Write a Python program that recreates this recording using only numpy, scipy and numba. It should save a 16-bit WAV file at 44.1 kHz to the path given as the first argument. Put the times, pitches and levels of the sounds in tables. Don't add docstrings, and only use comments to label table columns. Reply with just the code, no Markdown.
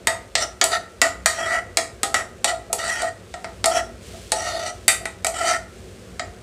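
import sys
import numpy as np
from scipy import signal
from scipy.fft import rfft, irfft
from scipy.io import wavfile
from scipy.ndimage import uniform_filter1d
from numba import njit

SR = 44100
rng = np.random.default_rng(int(sys.argv[2]) if len(sys.argv) > 2 else 0)


def bounce(signal):
    frames = np.transpose(np.atleast_2d(signal))
    limited = np.clip(frames, -1, 1)
    pcm = np.round(limited * 32767).astype(np.int16)
    wavfile.write(sys.argv[1], SR, pcm)


N = 283122
T = np.arange(N) / SR

# start in seconds, strength in dB,
# body in dB (how well the spot wakes the low modes), edge in dB (how much of the spoon's edge lands).
FLOOR_HITS = [(0.071, -13, 5.5, 3.5), (0.353, -13.5, -3, -11), (0.613, -13, 1, -18), (0.640, -13.5, -13, 9),
              (1.016, -8, 0.5, -1.5), (1.259, -9, 2, 1), (1.771, -11, -7, -1), (2.032, -15, -2, 4.5),
              (2.143, -17, 7, -0.5), (2.444, -12.5, -6, 1.5), (2.729, -19, -14, 12.5),
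              (3.020, -27.5, -20, 5), (3.340, -36.5, 7.5, -14), (3.444, -36, 10.5, -11),
              (3.642, -16, 1, -9), (3.658, -14.5, -13, 7), (4.319, -14, -6, 3.5), (5.246, -20, 2.5, 6),
              (5.267, -20, -20, 6), (6.195, -29.5, 9, -14)]
WALL_HITS = [(4.880, -7, -2.5, 6), (5.055, -30, 8.5, 0)]
# pitch in Hz, level in dB, t60 in seconds.
FLOOR_RING = [(662, 0, .3), (712, -5, .33), (853, -15, .2), (1241, -8, .4), (1301, -6, .22),
              (1332, -8, .28), (1869, -1, .26), (1953, -5, .3), (2386, -18, .22), (3150, -17, .18),
              (3634, -18, .2), (4538, -9, .2), (5590, -16, .16), (7178, -11, .2), (7690, -17, .22),
              (7900, -14, .16), (8264, -13, .25), (8492, -14, .22), (9700, -23, .18), (10500, -27, .16),
              (11150, -27, .16), (12300, -30, .16), (14950, -27, .18)]
WALL_RING = [(662, -5, .25), (853, -9, .2), (1320, -7, .22), (1869, -3, .22), (1948, 0, .3),
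             (2386, -6, .25), (2556, -1, .22), (3058, -13, .3), (3634, -6, .24), (3800, -4, .26),
             (6094, -16, .2), (7178, -11, .18), (7687, -11, .28), (8264, -5, .22), (8492, -4, .22),
             (8974, -8, .22), (9717, -15, .2), (10350, -18, .2), (11100, -13, .2), (11900, -19, .18)]
CROSSOVERS_HZ = [200, 1000, 2250, 6500, 10000, 16000]
# start, hardest push and end in seconds, then level, swell up to the push,
# boom of the lowest modes and rasp, all in dB.
SPOON_DRAGS = [(0.377, 0.425, 0.45, -29.5, 4.5, 1, 3.5), (0.707, 0.745, 0.770, -23, 11, -2.5, -2),
               (1.045, 1.055, 1.072, -21.5, -2, -3, -8.5), (1.29, 1.3, 1.41, -34.5, 3, -7, 2),
               (1.387, 1.54, 1.592, -20, 13, -9, -10), (2.153, 2.15, 2.22, -24.5, -13, -5.5, -2.5),
               (2.481, 2.492, 2.518, -28.5, 3, 0.5, 5), (2.787, 2.897, 3.092, -28, 5, -5, -1),
               (3.714, 3.773, 3.805, -25, 10, 1.5, 0), (4.362, 4.498, 4.590, -33, 5.5, 5, 5),
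               (4.597, 4.696, 4.708, -34, 5, 4, 2), (5.344, 5.504, 5.566, -19, 16.5, -6, -2)]
# centre in Hz, width in Hz, level in dB.
PRESSED_MODES = [(700, 102, -4.5), (848, 44, -7.5), (1363, 85, 0.5), (1895, 82, 3), (2640, 23, -8),
                 (2944, 140, -7), (3240, 220, 0), (4300, 43, -10), (4270, 130, -24), (4810, 280, -6),
                 (5680, 750, -6), (6430, 114, -11), (7080, 150, -6), (7700, 80, -17), (8550, 480, -5),
                 (9600, 57, -45)]
# start in seconds, level at its loudest in dB.
PAN_BUMPS = [(1.045, -22), (2.696, -29), (2.520, -22), (3.030, -18.5), (3.350, -32.5), (3.665, -17),
             (4.135, -37.5), (5.005, -33.5), (5.275, -21)]
# start and hold in seconds, level in dB.
SIZZLE_FLARES = [(3.213, 0.32, -56), (3.978, 0.12, -45.5), (5.65, 0.19, -54)]
# frequency in Hz, gain in dB.
CLACK_EQ = [(250, -14), (450, -12.5), (560, -5), (690, -0.5), (850, -1), (1030, -29), (1320, 4), (1620, -6),
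            (1900, 5), (2700, -3.5), (4500, 2), (6200, -4.5), (8000, 7), (10500, -9.5), (12300, -13),
            (15000, -41)]
RASP_EQ = [(150, -22), (250, -9), (500, -11), (800, -4), (1000, -12), (1330, 1), (1620, -12), (2100, -4),
           (2700, -6), (3800, -6), (8200, -4), (9500, -9), (11000, -18), (13500, -34), (16000, -40)]
SIZZLE_EQ = [(500, -20), (1200, -4), (2800, 4.5), (5700, 1), (8500, 1), (10500, -6.5), (13000, -12.5),
             (15500, -15)]
FLAME_EQ = [(30, -29), (48, -30), (75, -17), (100, -26), (140, -6.5), (300, -7), (480, -1.5), (680, -9.5),
            (900, -18), (1400, -15), (2500, -22), (4000, -40), (9000, -82)]
# centre in Hz, filter width in Hz, level in dB on the fader.
STOVE_DRONES = [(59, 15, -2.5), (93, 36, -2), (185.5, 14.6, -9), (231.8, 21.5, -11), (368.7, 55, -8)]
# time in seconds, level in dB.
DRONE_FADER = [(0.0, -46), (0.09, -45.5), (1.02, -49), (1.16, -45.5), (1.84, -46), (1.9, -45), (3.42, -48),
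               (3.59, -43.5), (5.36, -44.5), (5.42, -48), (5.78, -44), (6.42, -44.5)]


def spoon_hits(hits, modes, ring_db, trim_db):
    out = np.zeros(N + SR)
    for start_s, strength_db, body_db, edge_db in hits:
        hit = clink(family_levels(strength_db, body_db, edge_db) + trim_db, modes, ring_db)
        start = int(start_s * SR)
        out[start:start + len(hit)] += hit
    return out[:N]


def family_levels(strength_db, body_db, edge_db, weight_db=-13.5, weight_share=0.39, tick_db=-11.5):
    lowest_db = weight_db + weight_share * strength_db
    tilt_db = 0.24 * edge_db
    return np.array([lowest_db, strength_db + body_db, strength_db - tilt_db,
                     strength_db + tilt_db, strength_db + edge_db + tick_db])


def clink(family_db, modes, ring_db, crack_db=2, scatter_db=2, crowd_size=150):
    t = T[:SR // 2]
    hz, db, t60 = np.transpose(modes)
    spot, touch = rng.standard_normal((2, len(hz)))
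    hz = hz * (1 + .0025 * touch)
    long_ring = ring(hz, undb(db + scatter_db * spot) * rng.choice([-1, 1], len(hz)), t60, len(t))
    crowd_hz = np.linspace(300, 15500, crowd_size) + rng.uniform(-50, 50, crowd_size)
    crowd_gain = gain_at(crowd_hz, CLACK_EQ) * rng.standard_normal(crowd_size)
    crowd_t60 = 0.057 * (4000 / crowd_hz) ** .5
    crowd = ring(crowd_hz, crowd_gain, crowd_t60, SR // 6)
    crowd = np.pad(crowd, (0, len(t) - len(crowd)))
    crack = colour(rng.standard_normal(len(t)), CLACK_EQ) * fade(t, t60=.014)
    clack = kitchen(unit(crowd) + undb(crack_db) * unit(crack), wet_db=-6)
    out = 0
    for lo, hi, level_db, share_db in zip(CROSSOVERS_HZ, CROSSOVERS_HZ[1:], family_db, ring_db):
        family = peak_unit(band(clack, lo, hi)) + undb(share_db) * peak_unit(band(long_ring, lo, hi))
        out = out + undb(level_db) * peak_unit(family)
    return out


def spoon_scrapes(grit_db=-7, ring_db=-8, smooth_db=-7.5, family_db=(-2, 0, 0)):
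    grit = clicks(per_s=170, spread_db=3)
    slips = clicks(per_s=5000, spread_db=5) * undb(1.5 * walk(90))
    friction = rim_echoes(slips + undb(grit_db) * grit)
    pressed = sum(undb(db) * resonate(friction, hz, width) for hz, width, db in PRESSED_MODES)
    free = sum(undb(db) * resonate(friction, hz, 4 / t60) for hz, db, t60 in FLOOR_RING)
    smooth = colour(friction, RASP_EQ)
    body = unit(pressed) + undb(ring_db) * unit(free) + undb(smooth_db) * unit(smooth)
    body = colour(body, [(9000, 1.5), (11500, -12.5), (14000, -17), (15000, -11)])
    lowest = band(body, CROSSOVERS_HZ[0], CROSSOVERS_HZ[1])
    low = band(body, CROSSOVERS_HZ[1], CROSSOVERS_HZ[2])
    rasp = moving_contact(band(body, CROSSOVERS_HZ[2], CROSSOVERS_HZ[-1]))
    layers = (undb(family_db[k]) * unit(x) * drag_pressure(k) for k, x in enumerate([lowest, low, rasp]))
    return kitchen(sum(layers), wet_db=-8)


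def drag_pressure(family, attack_s=0.0089, release_s=0.013, judder_db=-1):
    swell_share = (0.2, 1, 0.76)[family]
    slowing_db = (2, 5, 11)[family]
    out = np.zeros(N)
    for start, push, end, level_db, swell_db, boom_db, rasp_db in SPOON_DRAGS:
        contact = np.clip((T - start) / attack_s + 1, 0, 1) * np.clip((end - T) / release_s + 1, 0, 1)
        arch_db = np.interp(T, np.sort([start, push, end]), [-swell_db * swell_share, 0, -slowing_db])
        out += contact * undb(level_db + (boom_db, 0, rasp_db)[family] + arch_db)
    return out * undb(judder_db * walk(per_s=27))


def rim_echoes(x, paths_s=(.0005, .0013, .0031), echo=.45, drift=.05):
    return x + echo * sum(np.interp(T - path * (1 + drift * walk(11)), T, x) for path in paths_s)


def moving_contact(x, depth_db=2.1):
    groups_hz = [(2250, 3500), (3500, 5100), (5100, 6700), (6700, 9000), (9000, 16000)]
    return sum(band(x, lo, hi, order=2) * undb(depth_db * walk(per_s=16)) for lo, hi in groups_hz)


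def soft_bumps(cutoff_hz=800, attack_s=0.0087, ring_share=0.77):
    hz, db, t60 = np.transpose(FLOOR_RING)
    attack = np.clip(T[:SR // 2] / attack_s, 0, 1)
    out = np.zeros(N + SR)
    for start_s, level_db in PAN_BUMPS:
        gain = undb(db) / (1 + (hz / cutoff_hz) ** 2) ** 2 * rng.choice([-1, 1], len(hz))
        bump = ring(hz, gain, t60 * ring_share, len(attack)) * attack
        start = int(start_s * SR)
        out[start:start + len(bump)] += undb(level_db) * peak_unit(bump)
    return out[:N]


def fat_sizzle(bed_db=-55, rise_s=0.087, decay_s=0.62):
    pops = colour(clicks(per_s=5000, spread_db=2.5), SIZZLE_EQ)
    fizz = kitchen(pops, wet_db=-12)
    power = undb(bed_db) ** 2
    for start, hold, db in SIZZLE_FLARES:
        age = T - start
        flare = np.clip(age / rise_s, 0, 1) * np.exp(-np.maximum(age - rise_s - hold, 0) / decay_s)
        power = power + (undb(db) * flare) ** 2
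    return unit(fizz) * np.sqrt(power)


def gas_burner(flame_db=-47):
    flutter = undb(1.2 * walk(per_s=9))
    flame = unit(colour(rng.standard_normal(N), FLAME_EQ)) * undb(flame_db) * flutter
    drones = 0
    for hz, width, db in STOVE_DRONES:
        hum = resonate(rng.standard_normal(N), hz, width)
        drones += undb(db) * unit(resonate(hum, hz, width))
    return flame + drones * undb(np.interp(T, *np.transpose(DRONE_FADER)))


def kitchen(x, wet_db, t60_low=0.4, t60_high=0.27):
    t = T[:SR // 3]
    noise = rng.standard_normal((2, len(t)))
    low = band(noise[0], 225, 1560, order=2) * fade(t, t60_low)
    high = band(noise[1], 2520, 21800, order=2) * fade(t, t60_high)
    tail = (low + high) * np.clip((t - .003) / 0.00067, 0, 1)
    return x + undb(wet_db) * signal.fftconvolve(x, tail / np.linalg.norm(tail))[:len(x)]


@njit
def ring(hz, gain, t60, size):
    pole = np.exp((2j * np.pi * hz - np.log(1000) / t60) / SR)
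    state, out = gain + 0j, np.zeros(size)
    for i in range(size):
        for k in range(len(hz)):
            state[k] *= pole[k]
            out[i] += state[k].imag
    return out


def clicks(per_s, spread_db):
    chance, size, sign = rng.random(N), rng.standard_normal(N), rng.choice([-1, 1], N)
    return unit((chance < per_s / SR) * sign * undb(spread_db * size))


def walk(per_s):
    knots = rng.standard_normal(4096)
    return np.interp(T * per_s, np.arange(len(knots)), knots)


def fade(t, t60):
    return np.exp(-np.log(1000) * t / t60)


def resonate(x, hz, width):
    return signal.lfilter(*signal.iirpeak(hz, hz / width, fs=SR), x)


def band(x, lo, hi, order=4):
    return signal.sosfilt(signal.butter(order, [lo, hi], "band", fs=SR, output="sos"), x)


def colour(x, curve):
    return irfft(rfft(x) * gain_at(np.fft.rfftfreq(len(x), 1 / SR), curve), len(x))


def gain_at(hz, curve):
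    curve_hz, db = np.transpose(curve)
    return undb(np.interp(np.log(hz + 1), np.log(np.sort(curve_hz)), db))


def undb(db):
    return 10 ** (np.asarray(db) / 20)


def unit(x):
    return x / np.sqrt(np.mean(x ** 2) + 1e-18)


def peak_unit(x):
    return x / np.sqrt(uniform_filter1d(x ** 2, SR // 250).max())


def scene():
    floor = spoon_hits(FLOOR_HITS, FLOOR_RING, ring_db=[-2.5, -8.5, -20, -39, -23],
                       trim_db=[-0.87, -3.75, 0.39, 1, -1.8])
    wall = spoon_hits(WALL_HITS, WALL_RING, ring_db=[-5.5, -12, -12.5, -8.5, -18],
                      trim_db=[-1, -0.6, 2.5, 0.5, 2.5])
    return (floor + wall + spoon_scrapes() + soft_bumps() + fat_sizzle() + gas_burner())[None]


def record(dry, ceiling=0.73, top_hz=15300):
    rounded = ceiling * np.tanh(dry / ceiling)
    return signal.sosfilt(signal.ellip(8, .2, 70, top_hz, fs=SR, output="sos"), rounded)


dry = scene()
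out = record(dry)
bounce(out)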